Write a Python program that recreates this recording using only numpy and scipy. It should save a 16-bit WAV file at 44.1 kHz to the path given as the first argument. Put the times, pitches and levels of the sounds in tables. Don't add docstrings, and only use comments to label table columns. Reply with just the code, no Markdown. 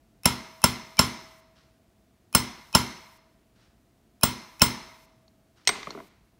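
import sys
import numpy as np
from scipy import signal
from scipy.fft import rfft, irfft, next_fast_len
from scipy.io import wavfile
from scipy.ndimage import uniform_filter1d, map_coordinates

SR = 44100
rng = np.random.default_rng(int(sys.argv[2]) if len(sys.argv) > 2 else 0)


def int16_out(signal):
    q = np.round(np.clip(np.atleast_2d(signal).T, -1, 1) * 32767)
    wavfile.write(sys.argv[1], SR, q.astype(np.int16))


def natural_amplitude(level_db):
    exponent = np.asarray(level_db, float) / 20
    return 10 ** exponent


N = 281799

# start_s, peak_db, head_ring_db, overtone_db, lamp_db
TAPS = [
    (0.2560, -3, -34.5, -35.5, -49.5),
    (0.64, -2.5, -31.5, -26.5, -53),
    (0.9916, -1.5, -37, -36, -55.5),
    (2.3495, -3, -24, -20, -64.5),
    (2.7499, -1, -38, -31.5, -57),
    (4.2332, -4, -24.5, -16.5, -59.5),
    (4.6179, -1, -25, -16, -54.5),
]
CLOSING = [2, 4, 6]
# start_s, face_db, handle_db, neck_db, tray_db
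LAID = [
    (5.28, -67, -63, -51.5, -72),
    (5.674, 1, -14, -10, -28),
    (5.691, -6.5, -11, -39.5, -24.5),
    (5.83, -24, -34, -44, -48),
    (5.906, -58, -32, -30, -32),
]
# start_s, handle_db, tray_db
ROCKS = [(5.756, -26.5, -34), (5.775, -44, -33), (5.871, -22.5, -25), (5.949, -33, -31),
         (5.975, -34.5, -29.5), (5.987, -36, -36.5), (6.002, -35, -32)]
# start_s, level_db, t60_s
SCRAPES = [
    (1.55, -59.5, 0.68),
    (3.55, -63, 0.59),
    (3.599, -63, 0.51),
    (5.556, -60.5, 0.68),
]
# start_s, end_s
NOISY = [(.256, 1.405), (2.35, 3.178), (4.233, 5.058), (5.674, 6.085)]

# pitch_hz, level_db
CRACK = [(300, -10), (1000, -0.5), (2000, -6.5), (4000, -7), (6500, -15.5), (9000, -2), (13000, -10),
         (16500, -14.5)]
# pitch_hz, width_hz, level_db
BLOCK = [(965, 110, -7), (1397, 140, -4.5), (2094, 140, -6), (3190, 420, -5), (4190, 380, -8),
         (5238, 100, 5.5), (6143, 390, -5.5), (7270, 90, -5.5), (10867, 69, -6.5), (12000, 52, -8)]
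STRIKE_HZ = [610, 860, 1020, 1370, 2137, 2802, 3232, 4030, 5350, 6204, 9388, 10839, 11867, 13050]
# level_db, t60_s
STRIKE = [(-13.5, .028), (-14, 0.022), (-11, 0.035), (-17, 0.05), (-20, 0.023), (-16, 0.041), (-21, 0.027),
          (-21, 0.035), (-8.5, 0.041), (-17.5, .05), (-19, 0.032), (-8, 0.027), (-21.5, 0.071),
          (-20.5, .02)]
BENCH_HZ = [52, 72, 88, 119, 140, 181, 222, 247, 270, 296, 355, 400, 190]
# level_db, t60_s
BENCH = [(-15, 0.53), (-2.5, 0.3), (-1, 0.2), (-2.5, 0.35), (-4, 0.19), (-5, 0.35), (-10.5, 0.61),
         (1.5, 0.35), (-16.5, 0.32), (-17, 0.15), (-9, .45), (-20, 0.25), (9.5, 0.087)]
# pitch_hz, width_hz, level_db
TRAY = [(171.3, 87, -9), (228, 49, -3.5), (303, 67, -4.5), (409, 38, 1), (689, 97, -5)]
# pitch_hz, width_hz, level_db
FACE = [(2086, 130, 4), (2435, 280, -0.5), (2914, 400, -4.5), (3820, 350, 2.5), (4500, 200, 0.5),
        (5920, 250, 3), (11950, 78, -9.5)]
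# pitch_hz, width_hz, level_db
HANDLE = [(1035, 210, -0.5), (1460, 184, -5.5), (2090, 170, -5.5)]
# pitch_hz, width_hz, level_db
NECK = [(4255, 250, -1), (5580, 59, -0.5), (6430, 200, -0.5)]
# pitch_hz, t60_s
ROOM = [(100, 1), (400, 0.57), (1000, 0.9), (2500, 0.8), (5500, 0.74), (9000, 0.65), (15000, 0.12)]
# pitch_hz, level_db
ROOM_COLOUR = [(60, -24.5), (300, -6.5), (500, -9), (1000, -8.5), (3000, -11.5), (6400, -19), (7000, -22),
               (15000, -22)]
# pitch_hz, level_db
SCRAPE = [(800, -12), (1300, -5.5), (2500, -11), (5500, -12), (7000, -22.5), (10000, -28.5), (12000, -52)]
# pitch_hz, level_db (per Hz)
AIR = [(13, -54), (24, -25.5), (43, -4), (150, -9), (330, -9.5), (560, -20), (1200, -23), (16000, -34.5)]
# pitch_hz, width_hz, level_db (over the hush)
HUMS = [(52.6, 15, 1), (118, 14, 2), (211, 25, 2), (667, 30, 11)]
# pitch_hz, level_db
HISS = [(300, -3), (2000, 0), (8000, 0), (15500, 0), (15800, -30)]
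# pitch_hz, scatter_hz, level_db (at the blow), growth_db_per_s
WHISTLES = [(3058, 10, -27.5, 2200), (2490, 110, -35, 501.5)]

HEAD_HZ, OVERTONE_HZ, OVERTONE_T60_S = 8314, 15600, 0.14
BLOCK_SAMPLES = 1024


def along(points, hz):
    f, v = np.transpose(points)
    return np.interp(np.log(hz + 1), np.log(f + 1), v)


def unit(x):
    return x / np.sqrt(np.mean(x ** 2) + 1e-20)


def filtered(x, response):
    m = next_fast_len(len(x) + 8192)
    return irfft(rfft(x, m) * response(np.fft.rfftfreq(m, 1 / SR)), m)[:len(x)]


def noise(n, spectrum):
    return unit(filtered(rng.standard_normal(n), lambda hz: natural_amplitude(along(spectrum, hz))))


def resonant(hz, modes):
    total = 0
    for k, (centre, width, db) in enumerate(modes):
        peak = 1j * hz * width / (centre * centre - hz * hz + 1j * hz * width)
        total = total + (-1) ** k * natural_amplitude(db) * peak
    return total


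def ring(t, hz, db, t60, attack=0.0039):
    return natural_amplitude(db - 60 * t / t60) * np.sin(2 * np.pi * hz * t) * (1 - np.exp(-t / attack))


def add(track, s, x):
    part = track[round(s * SR):][:len(x)]
    part += x[:len(part)]


def echo(t, colour):
    hz, frames, z = signal.stft(rng.standard_normal(len(t)), SR, nperseg=256)
    fade = natural_amplitude(-60 * frames / along(ROOM, hz)[:, None])
    tail = signal.istft(z * fade, SR, nperseg=256)[1][:len(t)]
    return unit(filtered(tail, colour)) * (1 - np.exp(-t / 0.0021))


def hush():
    drones = lambda hz: 1 + sum(np.abs(resonant(hz, [row])) for row in HUMS)
    return natural_amplitude(-63.5) * unit(filtered(noise(N, AIR), drones))


def bench_thump(t):
    late = t - .0074
    thump = np.zeros(len(t))
    for hz, (level, t60) in zip(BENCH_HZ, BENCH):
        thump += natural_amplitude(level - 60 * np.abs(late) / t60) * np.cos(2 * np.pi * hz * late)
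    thump *= 1 - np.exp(-(t / 0.0023) ** 2)
    shake = noise(len(t), [(35, -21), (70, 1), (250, 1.5), (400, -5.0), (600, -32.0)])
    return thump + natural_amplitude(-1.0 - 60 * t / 0.49) * shake * (1 - np.exp(-(t / 0.005) ** 2))


def crack(t, usual, free):
    steel = lambda hz: natural_amplitude(along(CRACK, hz)) * (.5 + 2.1 * resonant(hz, BLOCK))
    rattle = lambda hz: natural_amplitude(along(CRACK, hz)) * (0.28 / (1 + 1j * hz / 7000) + 2.9 * resonant(hz, BLOCK))
    snap = natural_amplitude(4.5 - 60 * t / 0.0057)
    chatter = 0.28 * natural_amplitude(-60 * t / 0.0083) * free + snap + 0.73 * natural_amplitude(-60 * t / 0.016)
    fresh = .8 * usual + .6 * rng.standard_normal(len(t))
    x = natural_amplitude(1) * filtered(fresh * chatter, steel)
    return x + filtered(rng.standard_normal(len(t)) * natural_amplitude(-7 - 60 * t / 0.24), rattle)


def punch_and_block(t, free):
    tones, reseat = np.zeros(len(t)), np.zeros(len(t))
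    again = np.maximum(t - .0049, 0)
    for hz, (level, t60) in zip(STRIKE_HZ, STRIKE):
        tones += ring(t, hz, level + rng.normal(0, 1), t60, 4.1 / hz)
        if hz < 1500:
            reseat += ring(again, hz, level, t60 / 2, 0.00029)
    return (free + 0.31) * tones + natural_amplitude(0.5) * reseat


def long_rings(t, free, head_db, over_db):
    split_hz = 40
    x = (1.4 * free + 1) * ring(t, 7457, -20.5, .12)
    x += ring(t, HEAD_HZ, head_db + 6, .15, 0.0033)
    x += ring(t, OVERTONE_HZ + split_hz / 3, over_db + 1.5, OVERTONE_T60_S)
    return x + ring(t, OVERTONE_HZ - split_hz * 2 / 3, over_db + 2.5, .09)


def taps():
    out, t = np.zeros(N), np.arange(SR) / SR
    far = lambda hz: natural_amplitude(along(ROOM_COLOUR, hz)) * (.4 + 1.5 * resonant(hz, BLOCK))
    bright = lambda hz: 1 / (1 + (8500 / (hz + 1)) ** 8)
    free = 1 / (1 + (t / 0.0088) ** 12)
    bench = bench_thump(t)
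    usual = rng.standard_normal(SR)
    for k, (s, db, head_db, over_db, _) in enumerate(TAPS):
        x = crack(t, usual, free) + punch_and_block(t, free)
        dull_db = -7 * (k in CLOSING)
        x -= (1 - natural_amplitude(dull_db)) * free * filtered(x, bright)
        x += natural_amplitude(-27) * bench
        wall = filtered(free * x, lambda hz: 1 / (1 + 1j * hz / 6000) ** 2)
        add(x, .0168, natural_amplitude(-17) * wall)
        x += long_rings(t, free, head_db, over_db)
        add(out, s, natural_amplitude(db) * (x + natural_amplitude(-41.5) * echo(t, far)))
    return out


def sympathy(hz, t60, levels_db, attack, waver_db):
    envelope, t = np.zeros(N), np.arange(2 * SR) / SR
    for row, db in zip(TAPS, levels_db):
        add(envelope, row[0], natural_amplitude(db - 60 * t / t60) * (1 - np.exp(-(t / attack) ** 2)))
    waver = map_coordinates(rng.standard_normal(100), [np.linspace(0, 99, N)])
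    return envelope * natural_amplitude(waver_db * waver) * np.sin(2 * np.pi * hz * np.arange(N) / SR)


def lamp_shade():
    return sympathy(646, 2.3, [row[4] for row in TAPS], attack=0.075, waver_db=1.25)


def brass_wheel():
    levels_db = [(row[2] + row[3]) / 2 - 22.5 for row in TAPS]
    return sympathy(9895, 0.36, levels_db, attack=.002, waver_db=1.5)


def wheel_scrapes():
    out, t = np.zeros(N), np.arange(SR // 2) / SR
    for s, db, t60 in SCRAPES:
        grain = unit(uniform_filter1d(rng.standard_normal(len(t)), size=200))
        fade = natural_amplitude(db - 60 * t / t60) * (1 - np.exp(-t / 0.017))
        add(out, s, fade * natural_amplitude(1.3 * grain) * noise(len(t), SCRAPE))
    return out


def contact(t, face_db, handle_db, neck_db, tray_db):
    dull = lambda f: 1 / (1 + 1j * f / 5000) ** 2

    def hammer(f):
        face = 0.049 * dull(f) + resonant(f, FACE) / (1 + 1j * f / 9000)
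        handle = resonant(f, HANDLE) * dull(f)
        neck = resonant(f, NECK) * dull(f) * 2
        return natural_amplitude(face_db + 1.5) * face + natural_amplitude(handle_db + 13) * handle + natural_amplitude(neck_db + 16) * neck

    touch = lambda f: hammer(f) * (dull(f) * 1.08 if face_db < -8 else 1)
    push = 7 * (t == 0) + 0.87 * rng.standard_normal(len(t)) * natural_amplitude(-60 * t / 0.026)
    click = filtered(push, touch)
    thud = rng.standard_normal(len(t)) * (natural_amplitude(-60 * t / 0.017) + 0.3 * natural_amplitude(-60 * t / 0.24))
    knock = filtered(thud, lambda f: resonant(f, TRAY) / (1 + 1j * f / 900) ** 2)
    head_db = -21 + 2.3 * face_db
    head = ring(t, HEAD_HZ, head_db, 0.14, .0008) + ring(t, OVERTONE_HZ, head_db - 28, OVERTONE_T60_S)
    base = .3 * natural_amplitude(max(face_db, handle_db) + 7)
    room = echo(t, lambda f: (np.abs(hammer(f)) + base) ** 0.75 * dull(f))
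    room_db = max(face_db, handle_db - 2, neck_db + 0.5) - 48.0
    return click + natural_amplitude(tray_db + 18.5) * knock + head + natural_amplitude(room_db) * room


def laid_down():
    out, t = np.zeros(N), np.arange(SR) / SR
    rocks = [(s, db - 47, db, db - 35, tray_db) for s, db, tray_db in ROCKS]
    for s, *levels_db in LAID + rocks:
        add(out, s, contact(t, *levels_db))
    return out


def scene():
    return (hush() + taps() + lamp_shade() + brass_wheel() + wheel_scrapes() + laid_down())[None]


def low_gain_hiss():
    t = np.arange(N) / SR
    held = sum(1. * (t > start) * (t < end) for start, end in NOISY)
    return natural_amplitude(-66.5) * uniform_filter1d(held, size=300) * noise(N, HISS)


def whistles(t):
    total, left = np.zeros(len(t)), t[::-1]
    for hz, scatter, level, grows in WHISTLES:
        pitch = hz + scatter * rng.normal()
        phase = rng.uniform(0, 2 * np.pi)
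        total += natural_amplitude(level - grows * left) * np.sin(2 * np.pi * pitch * left + phase)
    return total / (1 + (left / .013) ** 8)


def ghosts(x):
    out, t = np.zeros(N), np.arange(BLOCK_SAMPLES) / SR
    half, block_s = BLOCK_SAMPLES // 2, BLOCK_SAMPLES / SR
    smear_modes = [(2700, 400, -4), (5300, 150, -2.5), (1080, 600, -2), (185, 60, 4.5)]
    landing = (LAID[1][0], LAID[1][1] - 20)
    for k, (s, db) in enumerate([row[:2] for row in TAPS] + [landing]):
        attack = filtered(x[round(s * SR):][:half], lambda hz: hz > 500) * natural_amplitude(db - 60 * t[:half] / 0.03)
        add(out, s - block_s + 0.0014, natural_amplitude(-28 + 7.3 * (k == len(TAPS))) * attack)
        add(out, s - block_s / 2 + 0.001, natural_amplitude(-33.5) * attack)
        tones = whistles(t)
        smear = unit(filtered(rng.standard_normal(len(t)), lambda hz: resonant(hz, smear_modes)))
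        lead = tones + natural_amplitude(-32 - 2400 * t[::-1]) * smear
        add(out, s - block_s, natural_amplitude(db + 7 * (k in CLOSING)) * lead)
    return out


def band_limit(x):
    open_s = .02
    gate, t = np.zeros(N), np.arange(round(open_s * SR)) / SR
    for s in [row[0] for row in TAPS] + [LAID[1][0]]:
        add(gate, s - .002, 1 - t / open_s)
    low = filtered(x, lambda hz: 1 / (1 + (hz / 15800) ** 400))
    top = filtered(x - low, lambda hz: natural_amplitude(along([(15800, 3), (16500, -7.5), (17300, -40)], hz)))
    return low + gate * top


def roll_off(x):
    return signal.sosfilt(signal.butter(12, 17320, fs=SR, output="sos"), x)


def record(dry):
    x = dry[0] + low_gain_hiss()
    x = x / (1 + np.abs(x / 1.1) ** 4) ** (1 / 4)
    x = band_limit(x + ghosts(x))
    return roll_off(x[None])


dry = scene()
out = record(dry)
int16_out(out)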